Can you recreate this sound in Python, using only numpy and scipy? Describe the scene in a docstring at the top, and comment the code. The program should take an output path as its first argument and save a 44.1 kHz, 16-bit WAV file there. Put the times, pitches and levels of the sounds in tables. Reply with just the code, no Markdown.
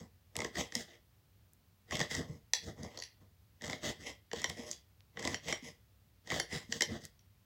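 """Slicing chili on a plate

A small knife saws through green chili on a ceramic plate, close up in a quiet room. Each slice takes
a few strokes: the edge bites, scrapes and eases off, crackling through the flesh and knocking on the
glaze. The bare tip taps the plate while pushing slices aside, the table thumps under the pressure,
and the room answers briefly."""
import sys
import numpy as np
from scipy import signal
from scipy.io import wavfile
from scipy.ndimage import map_coordinates

SR = 44100
rng = np.random.default_rng(int(sys.argv[2]) if len(sys.argv) > 2 else 0)


def wav_out(sig):
    """Save sig, one row per channel (or a flat mono array), as 16-bit PCM at SR to the path in sys.argv[1]."""
    wavfile.write(sys.argv[1], SR, np.round(np.clip(np.atleast_2d(sig).T, -1, 1) * 32767).astype(np.int16))


N = 328539
LOW_SPLIT_HZ, HIGH_SPLIT_HZ = 1400, 4200  # crossovers between lows, mids and highs


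# One push or pull of the blade per row. Hiss and hollow are relative to the scrape.
# full_pressure_s, hold_s, scrape_db, hiss_db, hollow_db, rumble_db
BLADE_STROKES = [(0.0, 0.0067, -65, 5.5, 13, -45), (0.372, 0.096, -52.5, -3, 3.5, -47.5),
                 (0.578, 0.031, -40, -4.5, -2.5, -43.5), (0.757, 0.052, -44, -2, -7, -50.5),
                 (0.879, 0.068, -60, -9.5, -2.5, -85), (1.93, 0.098, -41, -7.5, -3.5, -46),
                 (2.114, .06, -40, -4.5, -8.5, -50), (2.181, 0.033, -58, -6, 11, -39.5),
                 (2.289, 0.071, -72, 6, 12, -50.5), (2.639, 0.043, -58.5, 2, -2, -53),
                 (2.679, 0.0075, -60, 2.5, 11, -40.5), (2.79, 0.036, -64.5, 2.5, 13, -46.5),
                 (2.831, 0.019, -58.5, 1.5, 14.5, -47.5), (2.913, .1, -57.5, -8.5, -1, -62.5),
                 (3.216, 0.01, -77, -7, 8, -63.5), (3.644, 0.093, -46, -6, -0.5, -47.5),
                 (3.843, 0.063, -43, -5.5, -2.5, -45.5), (4.005, .03, -55.5, -4.5, -6, -56),
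                 (4.071, 0.025, -45.5, -6, -3.5, -58.5), (4.358, 0.092, -47, -7.5, -9, -53),
                 (4.491, 0.04, -51.5, -3.5, -4, -51), (4.577, 0.066, -52, -4, 0, -55),
                 (4.666, 0.047, -56, 0.5, 1, -61), (5.182, 0.058, -50, -12.5, 0, -49.5),
                 (5.243, 0.088, -43.5, -5.5, -2.5, -44.5), (5.446, 0.027, -47.5, -5, -3.5, -52),
                 (5.488, 0.019, -36, -7, -5, -46), (5.645, 0.042, -52.5, -2.5, -4.5, -53),
                 (6.312, 0.071, -40, -6, -3, -45), (6.531, .035, -36.5, -6.5, -8, -45.5),
                 (6.724, 0.049, -46, 1, -7, -45), (6.901, 0.056, -51, -7.5, 3, -45),
                 (7.018, 0.027, -60.5, -0.5, -6, -63)]

def stroke_envelopes(bite_db_per_s=595, sag_db_per_s=10.5, ease_db_per_s=328):
    """Scrape, hiss, hollow and rumble envelopes in dB: the edge bites, sags as it travels, eases off."""
    t, envelopes = np.arange(N) / SR, np.full((4, N), -120.)
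    for full_s, hold_s, scrape_db, hiss_db, hollow_db, rumble_db in BLADE_STROKES:
        near = slice(*np.searchsorted(t, [full_s - .2, full_s + .4]))
        age = t[near] - full_s
        shape_db = np.minimum(bite_db_per_s * age, -sag_db_per_s * age)
        shape_db -= ease_db_per_s * np.maximum(age - hold_s, 0)
        peaks_db = [scrape_db, scrape_db + hiss_db, scrape_db + hollow_db, rumble_db]
        envelopes[:, near] = np.maximum(envelopes[:, near], np.add.outer(peaks_db, shape_db))
    return envelopes


# Plate and blade, damped by chili and hand: pitch_hz, width_hz, level_db
PLATE_MODES = [(150, 42, -5), (242, 110, -2.5), (355, 61, -2), (470, 31.3, 1.5), (601, 43, -0.5),
               (755, 120, -5.5), (1120, 230, -6.5), (1878, 225, 5.5), (2057, 150, 8.5), (3230, 550, -5),
               (3964, 150, -9), (4290, 110, -12), (4834, 150, -5), (5210, 370, -6.5), (6480, 740, -6),
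               (7150, 880, -11), (7710, 140, -6.5), (8256, 170, -14), (10530, 990, -18.5),
               (13000, 5200, -29.5)]
# The plate ringing freely: pitch_hz, level_db, t60_s
PLATE_TONES = [(1957, -6, .08), (2100, 0, .07), (3115, -5, .11), (4265, -17, .14), (5626, 1, .06),
               (7170, -8, .08), (9900, -22, .05)]
# Tone curve of the scrape: frequency_hz, gain_db
SCRAPE_EQ = [(100, -10.5), (330, 6), (700, 6), (1400, -0.5), (2000, 1.5), (2600, 6), (4000, 4), (6000, 2.5),
             (8200, 1), (8900, -1), (10200, 2), (14000, -4), (15500, 3.5)]

def edge_scrape(scrape_db, hiss_db, hollow_db, slips_per_s=1000, spread_db=3, trim_db=-1, ring_db=-22):
    """The edge sticks and slips on the glaze: a train of tiny uneven blows into the plate."""
    sizes = gain_of(spread_db * np.minimum(rng.exponential(1, N), 3)) * rng.choice([-1, 1], N)
    slips = unit_rms(sizes * (rng.random(N) < slips_per_s / SR)) + 0.69 * rng.standard_normal(N)
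    # as the contact point travels, it favours now one family of modes, now another
    families = [damped_body(PLATE_MODES[k::5]) * (-1) ** k for k in range(5)]
    shaken = sum(gain_of(2.5 * wander(rate_per_s=18)) * signal.oaconvolve(slips, family)[:N]
                 for family in families)
    lows, mids, highs = map(unit_rms, split_bands(equalise(shaken, SCRAPE_EQ)))
    rasp = gain_of(hollow_db) * lows + gain_of(scrape_db) * mids + gain_of(hiss_db) * highs
    ring = free_ring(PLATE_TONES)
    singing = signal.fftconvolve(slips * gain_of(scrape_db), ring / np.linalg.norm(ring))[:N]
    return gain_of(trim_db) * rasp + gain_of(ring_db) * singing


# Tone curve of every hit, snap and crack: frequency_hz, gain_db
IMPACT_EQ = [(30, -21), (100, -3), (400, 0.5), (1000, 3.5), (1400, -5.5), (2000, 1), (2600, 0), (4000, 0.5),
             (8200, 1), (8900, -17.5), (10200, -3), (16000, -10.5)]

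def impacts(hits, modes, tones, crunch, crunch_s, knock_s, detune=0.075):
    """A spike and a moment of crunch excite a low knock, mid clack and high snap, over a free ring."""
    out, ring = np.zeros(N), free_ring(tones)
    bands = split_bands(equalise(damped_body(modes), IMPACT_EQ))
    t, steps = np.arange(len(ring)) / SR, np.arange(len(bands[0]))
    spike = t == 0
    for start_s, clack_db, knock_db, snap_db, ring_db in hits:
        # the blade lands on a slightly different spot each time, which shifts the damped modes
        speed = 1 + detune * rng.uniform(-1, 1)
        lows, mids, highs = (map_coordinates(band, [steps * speed]) for band in bands)
        grit = crunch * rng.standard_normal(len(t))
        force = spike + grit * np.exp(-t / crunch_s)
        push = spike + .5 * grit * np.exp(-t / knock_s)  # the hand's weight follows more slowly
        knock = gain_of(knock_db) * unit_rms(signal.fftconvolve(push, lows), size=530)
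        clack = unit_rms(signal.fftconvolve(force, mids), size=265)
        snap = gain_of(snap_db) * unit_rms(signal.fftconvolve(force, highs), size=265)
        hit = (knock + clack + snap)[:len(t)] + gain_of(ring_db) * ring
        add(out, start_s, gain_of(clack_db) * hit)
    return out


# Hard hits of the edge on the plate. Knock, snap and ring are relative to the clack.
# start_s, clack_db, knock_db, snap_db, ring_db
CUT_HITS = [(0.355, -44.5, -4.5, -7, -24), (0.3884, -37.5, -3.5, -8, -41), (0.4035, -36, -9, -6, -23),
            (0.418, -39, -2.5, -10, -31), (0.4468, -37, -2, -8.5, -20.5), (0.5551, -44, -16, -7, -24),
            (0.5688, -42, 0, -7, -30), (0.7223, -45, -14, -7, -29), (0.7522, -33.5, -12, 3.5, -12),
            (1.9091, -39, -11, -10, -31), (1.921, -47.5, 7, -6, 3), (1.9533, -36, -14, -5, -19),
            (2.0026, -30.5, -5.5, -9, -26), (2.0127, -31, -11, -6, -26.5), (2.15, -38.5, -7, 1, -6),
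            (3.6105, -51, -17, -21, -22), (3.6391, -43.5, -17, -11, -6), (3.6964, -38, -8, -24, -26),
            (3.7301, -36.5, -7, -16, -33), (4.3143, -43, -13.5, -12, -19), (4.3316, -40.5, -0.5, -1, -40.5),
            (4.4175, -50, -1, 6, -18.5), (4.4423, -28.5, -10.5, -4.5, -7.5), (4.4987, -40, -8.5, -4, -28.5),
            (5.1715, -41, -7, -26, -30), (5.1919, -45.5, -14.5, -5.5, -35), (5.2261, -42, -6, -3.5, -15.5),
            (5.251, -38, -0.5, -2.5, -29), (5.2742, -32, -6.5, -5, -18), (5.3437, -36, -12, -5, -3),
            (5.5257, -29, -11, -12, -5.5), (6.2733, -48.5, -6, -5.5, -24), (6.3025, -36, -12.5, -8, -19),
            (6.311, -33.5, -12, -30, -28), (6.318, -34.5, -3, -14, -18), (6.3988, -33, -9, 0.5, -0.5),
            (6.724, -32, -18, -1.5, -17.5), (6.8077, -26.5, -15, -7.5, -11), (6.8206, -32, -5.5, 5.5, 2)]

def blade_cuts():
    """The blade breaks through the chili and strikes the plate."""
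    return impacts(CUT_HITS, PLATE_MODES, PLATE_TONES, crunch=0.39, crunch_s=0.001, knock_s=0.0054)


# The first stroke of a slice tearing through the skin: start_s, length_s, level_db
SKIN_TEARS = [(0.41, .04, -48), (1.925, .075, -45), (3.62, .11, -49), (4.36, .07, -52), (5.185, .15, -55),
              (6.32, .06, -49.5)]

def fibre_crackle(snaps_per_s=80, unevenness=0.38, spread_db=5, treble_db=3, ring_db=-16):
    """Fibre after fibre gives way to the edge: a loosely regular run of small blows into the plate."""
    t = np.arange(N) / SR
    gate = sum(gain_of(level_db) * (t > start_s) * (t < start_s + length_s)
               for start_s, length_s, level_db in SKIN_TEARS)
    snap_rate = snaps_per_s * np.exp(unevenness * wander(snaps_per_s))
    fibres_cut = np.floor(np.cumsum(snap_rate) / SR)
    snaps = unit_rms(np.diff(fibres_cut, prepend=0) * gain_of(spread_db * rng.standard_normal(N)))
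    ring = free_ring(PLATE_TONES)
    lows, mids, highs = split_bands(equalise(damped_body(PLATE_MODES, size=len(ring)), IMPACT_EQ))
    clack = unit_rms(lows + mids + gain_of(treble_db) * highs) + gain_of(ring_db) * unit_rms(ring)
    return signal.oaconvolve(snaps * gate, clack / np.linalg.norm(clack))[:N]


# Taps of the tip. Knock, snap and ring are relative to the clack.
# start_s, clack_db, knock_db, snap_db, ring_db
TIP_HITS = [(2.5346, -29, -16.5, 4, -13.5), (2.8319, -59, -10, 10, -33), (2.974, -48.5, -4.5, 1, -32),
            (2.9889, -56.5, 3, 7.5, -27), (3.0003, -54.5, -6, 7.5, -21.5), (3.0225, -43, -33, -2.5, -21),
            (3.0365, -50.5, -30, 4, -15), (4.7055, -74, -10, 22, -22), (4.7133, -52, -33, 15.5, -27.5),
            (4.731, -51, -20, -18, -13), (7.1925, -71, -20, 5, -14)]
# The light, stiff knife tip: pitch_hz, width_hz, level_db
TIP_MODES = [(500, 200, -8), (900, 300, -14), (1960, 220, -3), (2750, 400, -8), (3400, 400, -5),
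             (4700, 350, 1), (5250, 400, -1), (6150, 500, 0), (6950, 280, -1), (7900, 350, -11),
             (10350, 450, -13), (13500, 3500, -24)]
# The blade ringing freely: pitch_hz, level_db, t60_s
BLADE_TONES = [(3390, 5, .15), (4550, -15, .09), (5300, -3, .07), (6850, -1, .1), (9750, -16, .1)]

def tip_taps():
    """The bare tip clicks on the glaze and sets the blade ringing."""
    return impacts(TIP_HITS, TIP_MODES, BLADE_TONES, crunch=.28, crunch_s=.0013, knock_s=.003)


# Thin, sharp cracks of the chili skin: start_s, level_db, low_hz, high_hz
SKIN_CRACKS = [(0.3662, -33, 2490, 8700), (1.5345, -60.5, 7950, 15000), (4.4968, -43, 4030, 13000),
               (5.0065, -61, 1164, 5870), (6.4007, -44, 3970, 13000), (7.0527, -43.5, 3200, 14400)]

def skin_cracks(decay_s=0.000083):
    """The taut skin cracks in a fraction of a millisecond, too quickly to move the plate."""
    out, t = np.zeros(N), np.arange(SR // 100) / SR
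    for start_s, level_db, low_hz, high_hz in SKIN_CRACKS:
        burst = rng.standard_normal(len(t)) * np.exp(-t / decay_s)
        crack = equalise(filtered(burst, [low_hz, high_hz], "band", order=2), IMPACT_EQ)
        add(out, start_s, gain_of(level_db) * unit_rms(crack, size=150))
    return out


# Dull bumps of the plate on the table: start_s, peak_db, pitch_hz
PLATE_BUMPS = [(0.575, -42.5, 168), (0.762, -37, 234), (1.939, -37.5, 150), (2.011, -31.5, 154),
               (2.18, -34.5, 242), (2.297, -37, 140), (2.682, -48, 324), (2.83, -39.5, 220),
               (3.846, -55, 354), (4.333, -36, 470), (4.592, -40.5, 236), (5.252, -44, 260),
               (5.625, -45, 248), (6.555, -39.5, 157), (6.692, -42.5, 225), (6.918, -34, 225)]

def plate_thuds(rise_s=0.0022, t60_s=0.089):
    """The blade bears down and sets the plate rocking for a few cycles."""
    out, t = np.zeros(N), np.arange(SR // 4) / SR
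    swell = (1 - np.exp(-t / rise_s)) * gain_of(-60 * t / t60_s)
    for start_s, peak_db, pitch_hz in PLATE_BUMPS:
        add(out, start_s, gain_of(peak_db) * swell / swell.max() * np.sin(2 * np.pi * pitch_hz * t))
    return out


# Resonances of the table top: pitch_hz, width_hz, level_db
TABLE_MODES = [(80, 26, 4.5), (157, 27, 5), (225, 29, 3.5), (289, 26, -3.5), (329, 18, -6.5), (470, 29, -1),
               (607, 63, -33.5)]

def table_rumble(rumble_db, bumps_per_s=200):
    """The blade's judder passes through the plate into the table as soft, low bumps."""
    bumps = rng.choice([-1, 1], N) * (rng.random(N) < bumps_per_s / SR)
    judder = unit_rms(bumps) + 0.35 * rng.standard_normal(N)
    shaken = signal.fftconvolve(judder, damped_body(TABLE_MODES))[:N]
    return gain_of(rumble_db) * unit_rms(filtered(shaken, [50, 700], "band"))


# Decay of the room's tail: frequency_hz, t60_s
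ROOM_DECAY = [(100, 0.16), (400, 0.23), (1500, 0.23), (3500, 0.33), (7000, 0.15), (12000, 0.27)]
# Early reflections: delay_s, gain
ROOM_ECHOES = [(.0031, 0.17), (.0068, -.1), (0.0148, .12), (.0162, -.15), (.0232, .12)]

def room_reverb(x, tail_db=-7, build_s=0.013, reflections_per_s=3000):
    """A few near echoes, then a short tail whose bands die at their own speed."""
    reflections = rng.standard_normal(SR // 2) * (rng.random(SR // 2) < reflections_per_s / SR)
    hz, t, spectrum = signal.stft(reflections, SR, nperseg=256)
    decay = gain_of(-60 * t / curve_at(ROOM_DECAY, hz)[:, None])
    tail = signal.istft(spectrum * decay, SR, nperseg=256)[1]
    tail *= np.minimum(np.arange(len(tail)) / SR / build_s, 1) ** 2
    response = gain_of(tail_db) * tail / np.linalg.norm(tail)
    for delay_s, gain in ROOM_ECHOES:
        response[round(delay_s * SR)] += gain
    return signal.fftconvolve(x, response)[:N]


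# Tone curve of the background noise: frequency_hz, gain_db
ROOM_TONE_EQ = [(15, -56), (42, -16.5), (64, -2.5), (80, -8.5), (98, 2.5), (125, -13.5), (190, -15),
                (270, -23.5), (550, -28.5), (1500, -33), (4500, -35), (9000, -41.5), (13000, -37),
                (16000, -33)]

def room_tone(level_db=-66):
    """Low rumble of the house and faint microphone hiss."""
    return gain_of(level_db) * unit_rms(equalise(rng.standard_normal(N), ROOM_TONE_EQ))


def damped_body(modes, size=4096):
    """A damped object's answer to one tiny blow; neighbouring modes move in opposite directions."""
    t = np.arange(size) / SR
    return sum((-1) ** k * gain_of(db) * width * np.exp(-np.pi * width * t) * np.cos(2 * np.pi * hz * t)
               for k, (hz, width, db) in enumerate(modes))


def free_ring(tones):
    """The longer tones of an object left free to ring."""
    t = np.arange(SR // 5) / SR
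    return sum(gain_of(db - 60 * t / t60_s) * np.sin(2 * np.pi * hz * t) for hz, db, t60_s in tones)


def equalise(x, curve, size=8192):
    """Minimum-phase filter that follows a tone curve."""
    log_gain = np.log(gain_of(curve_at(curve, abs(np.fft.fftfreq(size, 1 / SR)))))
    response = np.fft.ifft(np.exp(signal.hilbert(log_gain).conj())).real
    return signal.fftconvolve(x, response[:size // 2])[:len(x)]


def filtered(x, hz, kind, order=3):
    """Low-, band- or high-pass filter."""
    return signal.sosfilt(signal.butter(order, hz, kind, fs=SR, output="sos"), x)


def split_bands(x):
    """Splits a sound into lows, mids and highs."""
    bands = (LOW_SPLIT_HZ, "low"), ([LOW_SPLIT_HZ, HIGH_SPLIT_HZ], "band"), (HIGH_SPLIT_HZ, "high")
    return [filtered(x, hz, kind) for hz, kind in bands]


def curve_at(curve, hz):
    """Reads a curve on a log-frequency axis."""
    points_hz, values = np.transpose(curve)
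    return np.interp(np.log(hz + 1), np.log(points_hz + 1), values)


def wander(rate_per_s, size=1000):
    """A random curve gliding between values of about unit size."""
    return np.interp(np.arange(N) / SR * rate_per_s, np.arange(size), rng.standard_normal(size))


def gain_of(db):
    """Decibels to amplitude."""
    return 10 ** (np.asarray(db) / 20)


def unit_rms(x, size=None):
    """Scales to unit rms over the first size samples, or over all of them."""
    return x / np.sqrt(np.mean(x[:size] ** 2) + 1e-20)


def add(mix, start_s, sound):
    """Mixes a sound in at its start time."""
    part = mix[round(start_s * SR):][:len(sound)]
    part += sound[:len(part)]


def scene():
    """Knife, chili, plate and table in the room, in mono."""
    wobble_db = 2.23 * wander(rate_per_s=35)  # the hand's pressure wobbles
    scrape_db, hiss_db, hollow_db, rumble_db = stroke_envelopes() + wobble_db
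    sawing = edge_scrape(scrape_db, hiss_db, hollow_db) + fibre_crackle()
    bed = table_rumble(rumble_db) + plate_thuds() + room_tone()
    cuts, taps, cracks = blade_cuts(), tip_taps(), skin_cracks()
    reverb_send = gain_of(-3.5) * (sawing + cuts) + gain_of(0.5) * taps + gain_of(-11) * cracks
    return (sawing + cuts + taps + cracks + bed + room_reverb(reverb_send))[None]


def record(dry):
    """A steep low-pass takes off the very top of the treble."""
    low_pass = signal.firwin(511, cutoff=15950, window=("kaiser", 9), fs=SR)
    return signal.oaconvolve(dry, low_pass[None], "same")


dry = scene()
out = record(dry)
wav_out(out)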